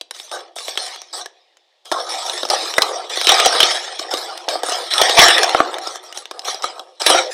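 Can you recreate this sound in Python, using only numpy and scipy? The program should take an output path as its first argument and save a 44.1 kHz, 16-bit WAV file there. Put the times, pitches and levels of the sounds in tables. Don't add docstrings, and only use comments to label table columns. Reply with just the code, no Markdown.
import sys
import numpy as np
from scipy import signal
from scipy.fft import rfft, irfft
from scipy.io import wavfile
from scipy.ndimage import uniform_filter1d

SR = 44100
rng = np.random.default_rng(int(sys.argv[2]) if len(sys.argv) > 2 else 0)


def to_wav(sig):
    pcm = np.clip(np.atleast_2d(sig), -1, 1) * 32767
    pcm = np.round(pcm).astype(np.int16)
    wavfile.write(sys.argv[1], SR, pcm.T)


N = 323324

# f/Hz, level/dB, time to die by 60 dB/s
HOLLOW = [(343.9, -15, 0.071), (517, -0.5, 0.011), (726, 4, 0.015), (880, 2, 0.0081), (1126.6, -6.5, 0.028),
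          (1272, 2, 0.015), (1592, -1, 0.0097)]
# f/Hz, level/dB, time to die by 60 dB/s
WALL = [(1858.4, -6.5, 0.0061), (2332, -6, 0.0049), (3044, -6, 0.0063), (3467, -1.5, 0.0067),
        (3907, -0.5, 0.0064), (4494, -1.5, 0.0038), (5370, 2.5, 0.0054), (6080, -3, 0.003134),
        (6930, -10, 0.003), (7970, -5.5, 0.0041), (9180, -2.5, 0.0023), (12230, -10.5, 0.00075)]
# start t/s, time held/s, hollow level/dB,
# wall level/dB, time to die by 60 dB/s (the signs of both durations are ignored)
SLIDES = [(0.135, 0.11406, -48.5, -40.5, 0.7), (0.309, 0.053, -26.5, -34, 0.32),
          (0.555, 0.11, -38, -31.5, 1.65), (0.776, 0.095, -33, -26, 0.49), (1.125, 0.079, -31.5, -31, 0.17),
          (1.846, 0.23, -47.5, -45.5, 27), (1.914, 0, -21, -30, 1.46), (2.086, 0.12, -33.5, -27, 1),
          (2.258, 0, -28, -24.5, 1.7), (2.499, 0, -16.5, -14.5, 0.35), (2.52, 0.14, -27, -26, 1.15),
          (2.803, 0.02252, -19, -25, 1.0), (3.092, 0.61, -31, -22.5, -0.2), (3.274, 0.022, -15, -12.5, 1.1),
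          (3.36, 0.19, -20.5, -19.5, 0.7), (3.602, 0, -23, -16, 1.34), (3.987, 0.00011, -26, -27, 0.5),
          (4.103, 0.052, -24, -28, 1.2), (4.484, 0.047, -24.5, -24, 0.3974), (4.633, 0.16, -27, -26, 1),
          (4.715, 0.058, -24.5, -22.5, 0.3), (4.902, 0.21, -26.5, -18.5, 2),
          (4.981, 0.22, -20.5, -17.5, 0.9), (5.167, 0.059, -9.5, -7, 0.94), (5.35, 0, -20, -33.5, 1.5),
          (5.56, 0.17118, -25.5, -42.5, 0.5), (5.81, 0.16, -34.5, -36, -0.1), (6.025, 0.01, -40, -43.5, 1),
          (6.141, 0.038, -40.5, -36, 0.33), (6.331, 0.46, -38, -50.5, 0.47), (6.443, 0.056, -32, -24, 0.32),
          (6.627, 0.009, -25, -25, 0.3114), (6.995, 0.1459, -26.5, -25, -0.8),
          (7.063, 0.12, -14.5, -15, 0.23), (7.306, 0.055, -44, -27.5, 0.45)]


def knocks():
    # t/s, peak wall level/dB, peak hollow level/dB, favoured f/Hz
    landings = [(0.5637, -31, -19.5, 745), (0.682, -11, -20.5, 640), (0.755, -20, -28, 3950),
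                (1.0177, -17.5, -37, 1260), (1.916, -7.5, -2, 910), (1.923, -4.5, -9.5, 639.2),
                (2.432, -8, -7, 3964), (2.452, -10.5, -10, 5340), (2.5006, -0.5, -10, 5031),
                (2.7813, 2.5, 3.5, 1810), (3.1732, -7.5, -12.5, 4560), (3.3195, 2.5, -3.5, 800),
                (3.4595, 4, -1, 791.2), (3.5511, -5, -4, 1235), (3.9942, -11, -13.5, 5140),
                (4.1382, -4.5, -7, 4800), (4.481, -36, -8.5, 900), (4.5548, -25, -7.5, 790),
                (4.6334, -7, -5.5, 875), (4.6864, -9, -6.5, 704), (4.72, -6.5, -8, 636.4),
                (5.015, 3.5, 0, 822.4), (5.0956, 0, -2.5, 4170), (5.2173, 6.5, 3.5, 750),
                (5.2836, 3.5, -3.5, 572.1), (5.3817, 0.5, -12.5, 3320), (5.4319, 1.5, -15.5, 1825),
                (5.5475, -10.5, 8, 985), (5.6024, -24, 9, 1080), (5.872, -11, -15, 5500),
                (5.9575, -14, -25, 5520), (6.3117, -12.5, -13.5, 1570), (6.4818, -12, -12, 1220),
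                (6.545, -14, -18, 5390), (6.6416, -10, -6, 1260), (6.7948, -17.5, -21, 3560),
                (7.0181, -6.5, -16, 5300), (7.1004, 4.5, 1.5, 885), (7.1472, -8, -1, 620)]
    # t/s, peak wall level/dB, favoured f/Hz
    rim_clicks = [(0.0119, -11.5, 3830), (0.1098, -13, 1850), (0.1646, -25, 5770), (0.1996, -16, 3720),
                  (0.3156, -13, 5470), (0.586, -13, 5447), (0.7746, -4, 3420), (0.9603, -20, 1140),
                  (1.259, -17.5, 1715), (1.5702, -35, 3030), (1.8557, -25.5, 1253), (2.297, -4.5, 3687),
                  (2.3768, -13.5, 5460), (2.4886, -12, 5300), (2.7392, -7, 4050), (2.8203, 6.5, 4300),
                  (3.2134, -6.5, 3600), (3.2438, -10, 3630), (3.2699, 2.5, 3770), (3.2918, 6.5, 3213),
                  (3.3992, 1.5, 3470), (3.6032, 5, 3420), (3.6297, 6.5, 3180), (3.7137, -11, 3370),
                  (4.1716, -14, 5300), (4.3762, -16.5, 3970), (4.4865, -4, 4620), (4.937, -1.5, 4260),
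                  (4.9808, 1, 3750), (5.1906, 10, 3200), (5.444, -3.5, 3320), (5.494, -5.5, 3342),
                  (5.742, -11.5, 3471), (5.784, -12, 1349), (6.1257, -17, 2930), (6.1744, -10.5, 5600),
                  (6.2556, -15.5, 3460), (6.3935, -13, 5300), (6.4191, -25, 3800), (6.623, -13.5, 5380),
                  (7.0638, 8, 3950)]
    click_hollow_db = -20.5
    rows = landings + [(s, db, db + click_hollow_db, hz) for s, db, hz in rim_clicks]
    start_s, wall_db, hollow_db, favour_hz = np.transpose(rows)[:, :, None]

    t = np.arange(1024) / SR
    chatter_s = 0.0028 + 0.0018 * gain_of(wall_db)
    strength = np.exp(-t / chatter_s) + 0.8 * (t < 0.0003)
    chatter = rng.standard_normal((len(rows), 1024)) * strength

    out = np.zeros(N + 4096)
    for modes, peak_db, contact_hz in ((HOLLOW, hollow_db, 3600), (WALL, wall_db, 12000)):
        cups = rings(modes, count=len(rows), detune=0.04, spread_db=3.0,
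                     favour_hz=favour_hz[:, None], favour_db=9.5)
        sounds = signal.fftconvolve(cups, chatter, axes=1)
        sounds = signal.lfilter(*signal.butter(2, contact_hz, fs=SR), sounds)
        sounds *= gain_of(peak_db) / abs(sounds).max(1, keepdims=True)
        places = np.round(start_s * SR).astype(int) + np.arange(sounds.shape[1])
        np.add.at(out, places, sounds)
    return out[:N]


def rings(modes, count, detune, spread_db, favour_hz, favour_db):
    hz, db, t60 = np.transpose(modes)[:, :, None]
    t = np.arange(2048) / SR
    draws = rng.standard_normal((count, len(modes), 1, 2))
    shift, strength = draws.transpose(3, 0, 1, 2)
    favoured = np.exp(-(np.log(hz / favour_hz) / 0.17) ** 2)
    db = db + spread_db * strength + favour_db * favoured
    t60 = t60 * (1 + favoured)
    waves = np.sin(2 * np.pi * hz * (1 + detune * shift) * t)
    return (gain_of(db - 60 * t / t60) * waves).sum(1)


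def handling():
    hollow_db, wall_db = np.transpose(SLIDES)[2:4]
    slip_starts = rng.random(N) * (rng.random(N) < 60 / SR)
    slips = signal.lfilter([1], [1, -0.996], slip_starts)
    hollow = rattle(HOLLOW, slips, hollow_db, per_s=760, uneven_db=2.5, rub=0.97, contact_hz=1590)
    wall = rattle(WALL, slips, wall_db, per_s=1500, uneven_db=3.0, rub=1.82, contact_hz=14500,
                  thin=0.33)
    return hollow + wall


def rattle(modes, slips, peak_db, per_s, uneven_db, rub, contact_hz, thin=0):
    treble_haste = 0.58
    wander_db = 3.6
    firm_db = -22

    tap_gain = gain_of(uneven_db * np.minimum(rng.exponential(1, N), 4))
    taps = tap_gain * (rng.random(N) < per_s / SR)
    drive = evened(taps) + rub * abs(rng.standard_normal(N))
    drive = evened(drive * (1.1 + slips))

    out = np.zeros(N)
    ring_power = 0
    for hz, db, t60 in modes:
        shift = np.repeat(rng.standard_normal(N // 2048 + 1), 2048)[:N]
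        turn = np.exp(2j * np.pi * np.cumsum(hz * (1 + 0.042 * shift)) / SR)
        wander = evened(uniform_filter1d(rng.standard_normal(N // 256 + 1), size=9))
        mode_gain = np.repeat(gain_of(db + wander_db * wander), 256)[:N]
        push = drive * rng.choice([-1, 1], N) * mode_gain

        octaves = np.log2(hz / modes[3][0])
        level_db = effort_db(peak_db, 2 ** (treble_haste * octaves))
        tilt_db = thin * np.clip(firm_db - level_db, -12, 12) * octaves
        push = push * np.repeat(gain_of(level_db + tilt_db), 64)[:N]

        pole = 10 ** (-3 / (t60 * SR))
        ringing = signal.lfilter([2 * (1 - pole)], [1, -2 * pole, pole ** 2], push / turn)
        out += (turn * ringing).imag
        ring_power += gain_of(db + wander_db ** 2 / 6.24) ** 2 * t60 * SR / (6 * np.log(10))
    return signal.lfilter(*signal.butter(4, contact_hz, fs=SR), out / np.sqrt(ring_power))


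def effort_db(peak_db, haste):
    grip_s = 0.0054
    start, held, t60 = np.transpose(SLIDES)[[0, 1, 4], :, None]
    since = np.arange(0, N + 64, 64) / SR - start
    dying_db = 60 * haste * np.maximum(since - abs(held), 0) / abs(t60)
    swell = np.clip(since / grip_s, 0, 1)
    power = (swell ** 2 * 10 ** ((peak_db[:, None] - dying_db) / 10)).sum(0)
    return 10 * np.log10(power + 1e-12)


def hoot():
    # start t/s, end t/s, starting f/Hz, starting level/dB
    start, end, hz, db = (7.09, 7.305, 548, -20)
    sag_hz_per_s, fade_db_per_s = 190, 40
    t = np.arange(N) / SR - start
    waver = gain_of(2 * evened(uniform_filter1d(rng.standard_normal(N), size=900)))
    tone = np.sin(2 * np.pi * (hz - sag_hz_per_s * t / 2) * t)
    sounding = (t > 0) & (t < end - start)
    return gain_of(db - fade_db_per_s * abs(t)) * sounding * waver * tone


def room(x):
    # f/Hz, time to die by 60 dB/s
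    room_t60 = [(300, 0.62), (1500, 0.28), (5000, 0.26), (15000, 0.05)]
    echoes = np.zeros(SR)
    at = np.arange(200, SR - 20, 20)
    echoes[at + rng.integers(0, 20, len(at))] = rng.choice([-1., 1.], len(at))
    hz, t, bands = signal.stft(echoes, SR, nperseg=256)
    dying = gain_of(-60 * t / read(room_t60, hz)[:, None])
    tail = signal.istft(bands * dying, SR, nperseg=256)[1]
    return signal.fftconvolve(x, tail / np.linalg.norm(tail))[:N]


def room_tone():
    # f/Hz, relative level/dB
    noise_colour = [(200, -22.5), (445, 9), (800, 12.5), (1570, -4.5), (3690, 10.5), (14000, -24.5)]
    level_db = -64
    colour = gain_of(read(noise_colour, np.fft.rfftfreq(N, 1 / SR)))
    noise = irfft(rfft(rng.standard_normal(N)) * colour, N)
    return gain_of(level_db) * evened(noise)


def gain_of(db):
    return 10 ** (np.asarray(db) / 20)


def evened(x):
    return x / np.sqrt(np.mean(x ** 2) + 1e-20)


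def read(points, hz):
    f, value = np.transpose(points)
    return np.interp(np.log(hz + 1), np.log(f + 1), value)


def scene():
    wet_db = -18
    cups = knocks() + handling() + hoot()
    return (cups + gain_of(wet_db) * room(cups) + room_tone())[None]


def record(dry):
    bass_cut_hz, treble_limit_hz = 353, 16200
    high_pass = signal.butter(6, bass_cut_hz, "high", fs=SR, output="sos")
    cut = signal.sosfilt(high_pass, dry)
    clipped = np.clip(cut + 0.008 * cut * cut, -0.94, 0.95)
    low_pass = signal.firwin(255, treble_limit_hz, window=("kaiser", 7), fs=SR)
    return signal.oaconvolve(clipped, low_pass[None], "same")


dry = scene()
out = record(dry)
to_wav(out)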